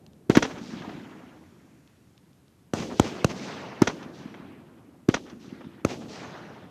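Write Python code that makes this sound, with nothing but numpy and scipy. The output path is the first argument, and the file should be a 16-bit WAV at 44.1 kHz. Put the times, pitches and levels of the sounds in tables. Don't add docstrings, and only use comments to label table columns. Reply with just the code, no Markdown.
import sys
import numpy as np
from scipy import signal
from scipy.fft import irfft
from scipy.io import wavfile
from scipy.ndimage import uniform_filter1d

SR = 44100
rng = np.random.default_rng(int(sys.argv[2]) if len(sys.argv) > 2 else 0)


def write(x):
    x = np.atleast_2d(x).T
    wavfile.write(sys.argv[1], SR, np.round(np.clip(x, -1, 1) * 32767).astype(np.int16))


N = 295470
FRAME, HOP = 512, 128
HZ = np.fft.rfftfreq(FRAME, 1 / SR)
TIMES = np.arange(N // HOP + 5)[:, None] * HOP / SR
BASS_FOLLOW = 0.5

# start_s, thump_db, pitch_hz, swell_s, sag_s, shock_db, bounce_s, crack_db, echo_db
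LAUNCH_SHOTS = [(0.2978, -1.5, 280, .0022, 0.019, -11, .0067, -20, 6),
                (0.371, 1.5, 260, 0.0029, .14, 3.5, 0.0036, -13.5, 4.5),
                (3.819, 1, 304, 0.0027, 0.025, -15, 0.001, -10.5, 2),
                (5.0876, -1, 310, 0.0023, 0.017, -14, 0.00082, -19.5, 0)]
# the same columns, then ground_spread_s, far_delay_s
BURST_SHOTS = [(2.7359, -15.5, 230, 0.00257, 0.16, -14, 0.00063, -21.5, 6.5, 0.061, 0.22),
               (2.9971, -1.5, 253, 0.0023, 0.18, -1, 0.00092, -11, 2.5, .05, 0.3433),
               (3.245, -9.5, 381.7, 0.0043, 0.0045, -2.5, 0.000728, -14, -0.5, 0.022, .16),
               (5.849, -9, 269, 0.0021, 0.027, -7, 0.00046, -18.5, 1, 0.04, 0.23)]
# delay_s, level_db, spread_s, dull_above_hz
LAUNCH_SLAPS = [(.003, -27, 0.0045, 2330), (.057, -37.5, 0.011, 9000), (.078, -28.5, 0.0033, 1692),
                (.165, -46, .028, 1970), (.207, -48.5, 0.006, 8000), (0.5206, -41, .0044, 1750),
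                (.549, -49, .006, 1720)]
BURST_SLAPS = [(.003, -35, 0.0076, 1000), (0.159, -44, 0.017, 1543)]
# delay_s, level_db
LAUNCH_WALL_THUDS = [(0.0607, -18.5), (.241, -29.5), (0.391, -33), (.437, -26), (0.579, -28.5)]
BURST_WALL_THUDS = [(0.067, -23), (0.102, -39), (.186, -32.5)]
# delay_s, level_db
WALL_KNOCKS = [(.0532, -7.5), (.0546, -8.5), (.0574, 2), (.0599, -12.5)]
# start_s, level_db
FAINT_TICKS = [(0.064, -48.5), (0.1327, -57), (1.8752, -56.5), (2.178, -54), (2.331, -63.5), (2.481, -61)]

# frequency_hz, relative_db
LAUNCH_TONE = [(60, 2.5), (120, 3), (250, -3), (380, 3.5), (480, -0.5), (700, -6), (1000, 0), (1800, 0),
               (2600, 0), (6000, -1.5), (9000, -8.5), (14000, 2)]
BURST_TONE = [(60, 4), (110, 8.5), (200, 2.5), (520, 4), (700, 1.5), (1300, 5), (2050, -1), (2700, 6.5),
              (4800, -1), (6300, 2.5), (9000, -0.5), (14000, 4)]
# frequency_hz, relative_db
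CRACK_TONE = [(150, -25), (500, 12.5), (1000, 0), (1600, -2.5), (2200, -7.5), (3000, -14), (4600, -12.5),
              (6200, -7.5), (8200, -14.5), (14000, -34)]
SLAP_TONE = [(80, -30), (300, 5.5), (600, 0), (1500, -2.5), (2300, -5.5), (3300, -4), (4700, -11.5),
             (6100, -7), (8500, -34.5), (14000, -45)]
GROUND_TONE = [(80, -25), (300, 6.5), (700, 4.5), (1500, -4.5), (2500, -2.5), (4000, -8), (6200, -8),
               (8500, -26.5), (14000, -39)]
SCATTER_TONE = [(80, -4.5), (300, 10.5), (700, -3), (1500, -25), (3000, -13), (4700, -15.5), (6400, -15),
                (8500, -28), (14000, -39.5)]
SWISH_TONE = [(1000, -22), (2500, -4), (4000, 1), (6000, -1), (8200, -16.5), (14000, -48)]
FAR_TONE = [(150, -51), (400, 6), (800, 3), (1500, -1.5), (2800, -6), (4500, -11.5), (6200, -12.5),
            (8500, -25.5), (14000, -58.5)]
RUMBLE_TONE = [(25, -51.5), (55, -29.5), (100, -3.5), (200, 1.5), (330, -3.5), (480, -9.5), (800, -18),
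               (2000, -51.5)]
ROLL_TONE = [(25, -49.5), (55, -22), (100, -10), (160, -3), (240, 3.5), (330, 1), (460, -14.5), (800, -36),
             (2000, -49.5)]
COMET_TONE = [(500, -25.5), (1400, 3.5), (2500, 1), (4500, -4), (7000, -2.5), (9000, -17), (14000, -22)]
TICK_TONE = [(800, -9), (2000, -12), (2800, -1), (4000, 0), (6000, -5), (9000, -23)]
NIGHT_TONE = [(20, -34), (45, -19.5), (80, 2), (160, 3), (320, -5.5), (550, -16), (1000, -19.5),
              (2200, -26), (5000, -30.5), (9000, -32), (13300, -32.5), (14000, -51)]


def launches():
    starts, *_, echo_db = np.transpose(LAUNCH_SHOTS)
    far_starts, far_db = starts + 0.29, 1.08 * echo_db
    out = shots(LAUNCH_SHOTS, LAUNCH_TONE, LAUNCH_SLAPS, LAUNCH_WALL_THUDS, thud_gain_db=-2.5,
                shock_s=0.00063, bounce_gain=0.65, crack_s=0.0014, boom_db=-27.5, boom_hz=141)
    out += near_tail(starts, echo_db - 38, fade_60db_s=0.77, air_db_per_khz_s=0)
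    out += far_hiss(far_starts, far_db - 40, rise_s=0.44, fade_db_per_s=32, air_loss=1.0)
    out += swishes(far_starts + 0.015, far_db - 60.5, spread_s=0.039)
    return out + rumble(starts, BASS_FOLLOW * echo_db - 48, hold_s=0.62, fade_db_per_s=23, tone=ROLL_TONE)


def bursts():
    starts, *_, echo_db, _, far_delay_s = np.transpose(BURST_SHOTS)
    out = shots(BURST_SHOTS, BURST_TONE, BURST_SLAPS, BURST_WALL_THUDS, thud_gain_db=-3.5,
                shock_s=0.0004, bounce_gain=0.8, crack_s=0.0013, boom_db=-20, boom_hz=109)
    out += near_tail(starts, echo_db - 39.5, fade_60db_s=1.36, air_db_per_khz_s=0.5)
    out += far_hiss(starts + far_delay_s, levels_db=-37.5, rise_s=0.13, fade_db_per_s=26.5, air_loss=0.5)
    out += swishes(starts + far_delay_s, levels_db=-49.5, spread_s=0.042)
    return out + rumble(starts, levels_db=-40.5, hold_s=0.044, fade_db_per_s=12.5)


def shots(rows, tone, slaps, thuds, thud_gain_db, shock_s, bounce_gain, crack_s, boom_db, boom_hz):
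    direct, echoes = np.zeros(N), np.zeros(N)
    snap = shock_wave(shock_s, front_s=0.00005)
    boom = -thump(boom_hz, swell_s=0.0071, sag_s=0.045)
    for start_s, thump_db, pitch_hz, swell_s, sag_s, shock_db, bounce_s, crack_db, echo_db, *_ in rows:
        add(direct, start_s, amp(thump_db) * thump(pitch_hz, swell_s, sag_s))
        add(direct, start_s, amp(thump_db + boom_db) * boom)
        add(direct, start_s, amp(crack_db) * puff(CRACK_TONE, crack_s))
        for bounce in range(3):
            add(direct, start_s + bounce * bounce_s, amp(shock_db) * bounce_gain ** bounce * snap)
        for delay_s, level_db, spread_s, dull_above_hz in slaps:
            slap = puff(SLAP_TONE, spread_s, dull_above_hz, grit_db=7)
            add(echoes, start_s + delay_s, amp(echo_db + level_db) * slap)
        for delay_s, level_db in thuds:
            thud = thump(280 * rng.uniform(0.84, 0.92), swell_s=0.0032, sag_s=0.046)
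            add(echoes, start_s + delay_s, amp(thud_gain_db + BASS_FOLLOW * echo_db + level_db) * thud)
    return tint(direct, tone) + echoes


def thump(pitch_hz, swell_s, sag_s):
    t = np.arange(8192) / SR
    cycles = pitch_hz * sag_s * np.log1p(t / sag_s)
    swell = (t / swell_s * np.exp(1 - t / swell_s)) ** 2.36
    return -swell * np.sin(2 * np.pi * cycles)


def shock_wave(push_s, front_s):
    t = np.arange(2048) / SR
    front = 1 - np.exp(-(t / front_s) ** 2)
    return (1 - t / push_s) * np.exp(-t / push_s) * front


def wall_echo():
    echo, out = np.zeros(SR // 2), np.zeros(N)
    cut_treble = signal.butter(4, 6800, fs=SR)
    knock = signal.lfilter(*cut_treble, shock_wave(push_s=0.00018, front_s=0.00006))
    for delay_s, level_db in WALL_KNOCKS:
        add(echo, delay_s, amp(level_db) * knock)
    add(echo, 0.053, amp(-22.5) * puff(SLAP_TONE, spread_s=0.0038, grit_db=2.5))
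    for start_s, *_ in LAUNCH_SHOTS:
        add(out, start_s, echo)
    return out


def ground_echo(peak_delay_s=0.061):
    out = np.zeros(N)
    for start_s, *_, spread_s, _ in BURST_SHOTS:
        level_db = -35 - 3 * np.log10(spread_s / 0.01)
        echo = puff(GROUND_TONE, spread_s, grit_db=5.5, steepness=3.7)
        add(out, start_s + peak_delay_s - spread_s, amp(level_db) * echo)
    return out


def near_tail(starts, levels_db, fade_60db_s, air_db_per_khz_s):
    fade_db_per_s = 60 / fade_60db_s + air_db_per_khz_s * HZ / 1000
    strength = tails(starts, levels_db, fade_db_per_s, rise_s=0.0039)
    return shaped_noise(strength * colour(SCATTER_TONE, HZ) * flutter(1.4, slices=7, bands=30))


def swishes(starts, levels_db, spread_s):
    out = np.zeros(N)
    for start_s, level_db in np.broadcast(starts, levels_db):
        add(out, start_s, amp(level_db) * puff(SWISH_TONE, spread_s, grit_db=5, samples=20000))
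    return out


def far_hiss(starts, levels_db, rise_s, fade_db_per_s, air_loss):
    khz = np.maximum(HZ, HZ[1]) / 1000
    strength = tails(starts, levels_db, fade_db_per_s + air_loss * khz ** 2.06, rise_s / khz ** 0.31)
    return shaped_noise(strength * colour(FAR_TONE, HZ) * flutter(2.6, slices=10, bands=12))


def rumble(starts, levels_db, hold_s, fade_db_per_s, tone=RUMBLE_TONE):
    strength = tails(starts, levels_db, fade_db_per_s, rise_s=0.01, hold_s=hold_s)
    lumpy_noise = shaped_noise(strength * flutter(1.5, slices=9, bands=4))
    return tint(lumpy_noise, tone, samples=4096)


def comets(rise_s=0.12, fade_db_per_s2=3.5):
    age_s = np.maximum(TIMES - LAUNCH_SHOTS[0][0], 0)
    strength = amp(-64.5 - fade_db_per_s2 * age_s ** 2) * (1 - np.exp(-age_s / rise_s))
    return shaped_noise(strength * colour(COMET_TONE, HZ) * flutter(1.8, slices=120, bands=7))


def ticks():
    out = np.zeros(N)
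    for start_s, level_db in FAINT_TICKS:
        add(out, start_s, amp(level_db) * puff(TICK_TONE, spread_s=0.000784))
    return out


def night_air():
    return amp(-58) * tint(rng.standard_normal(N), NIGHT_TONE, samples=4096)


def puff(tone, spread_s, dull_above_hz=0.45 * SR, grit_db=0, steepness=1, samples=12000):
    progress = np.arange(samples) / SR / spread_s
    swell = (progress * np.exp(1 - progress)) ** steepness
    hiss, sizes = rng.standard_normal((2, samples))
    grit = np.repeat(np.clip(sizes, -2, 2), 8)[:samples]
    swarm = swell * hiss * amp(grit_db * grit)
    swarm *= np.linalg.norm(swell) / np.linalg.norm(swarm)
    cut_treble = signal.butter(2, dull_above_hz, fs=SR)
    return signal.lfilter(*cut_treble, tint(swarm, tone))


def tails(starts, levels_db, fade_db_per_s, rise_s, hold_s=0):
    power = 0
    for start_s, level_db in np.broadcast(starts, levels_db):
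        age_s = np.maximum(TIMES - start_s, 0)
        loss_db = fade_db_per_s * np.maximum(age_s - hold_s, 0)
        rise = 1 - np.exp(-age_s / rise_s)
        power = power + (amp(level_db - loss_db) * rise) ** 2
    return np.sqrt(power)


def flutter(depth_db, slices, bands):
    patches = rng.standard_normal((len(TIMES), len(HZ)))
    patches = uniform_filter1d(patches, slices, axis=0)
    patches = uniform_filter1d(patches, bands, axis=1)
    return amp(depth_db * patches / patches.std())


def shaped_noise(strength):
    white = rng.standard_normal(len(TIMES) * HOP)
    _, _, spectrum = signal.stft(white, nperseg=FRAME, noverlap=FRAME - HOP)
    shaped = spectrum[:, :len(TIMES)] * strength.T
    return signal.istft(shaped, nperseg=FRAME, noverlap=FRAME - HOP)[1][:N]


def tint(sound, tone, samples=1024):
    gain = colour(tone, np.fft.rfftfreq(samples, 1 / SR))
    kernel = np.fft.fftshift(irfft(gain)) * signal.get_window("hann", samples)
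    return signal.oaconvolve(sound, kernel[1:], "same")


def colour(tone, hz):
    frequency_hz, relative_db = np.transpose(tone)
    gain = amp(np.interp(np.log(hz + 1), np.log(frequency_hz), relative_db))
    return gain / np.sqrt(np.mean(gain ** 2))


def amp(db):
    return 10 ** (np.asarray(db) / 20)


def add(mix, start_s, sound):
    part = mix[round(start_s * SR):][:len(sound)]
    part += sound[:len(part)]


def scene():
    opening_rumble = rumble([-1], levels_db=-47, hold_s=0.35, fade_db_per_s=11.5)
    fireworks = launches() + bursts() + wall_echo() + ground_echo()
    return (fireworks + opening_rumble + comets() + ticks() + night_air())[None]


def record(dry, ceiling=0.998, low_hz=35, top_hz=15100):
    thin = signal.lfilter(*signal.butter(1, low_hz, "high", fs=SR), dry)
    rounded = ceiling * np.tanh(thin / ceiling)
    rounded = signal.lfilter(*signal.butter(4, 36, "high", fs=SR), rounded)
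    cut_treble = signal.firwin(511, top_hz, window=("kaiser", 9), fs=SR)
    return signal.oaconvolve(rounded, cut_treble[None], "same")


dry = scene()
out = record(dry)
write(out)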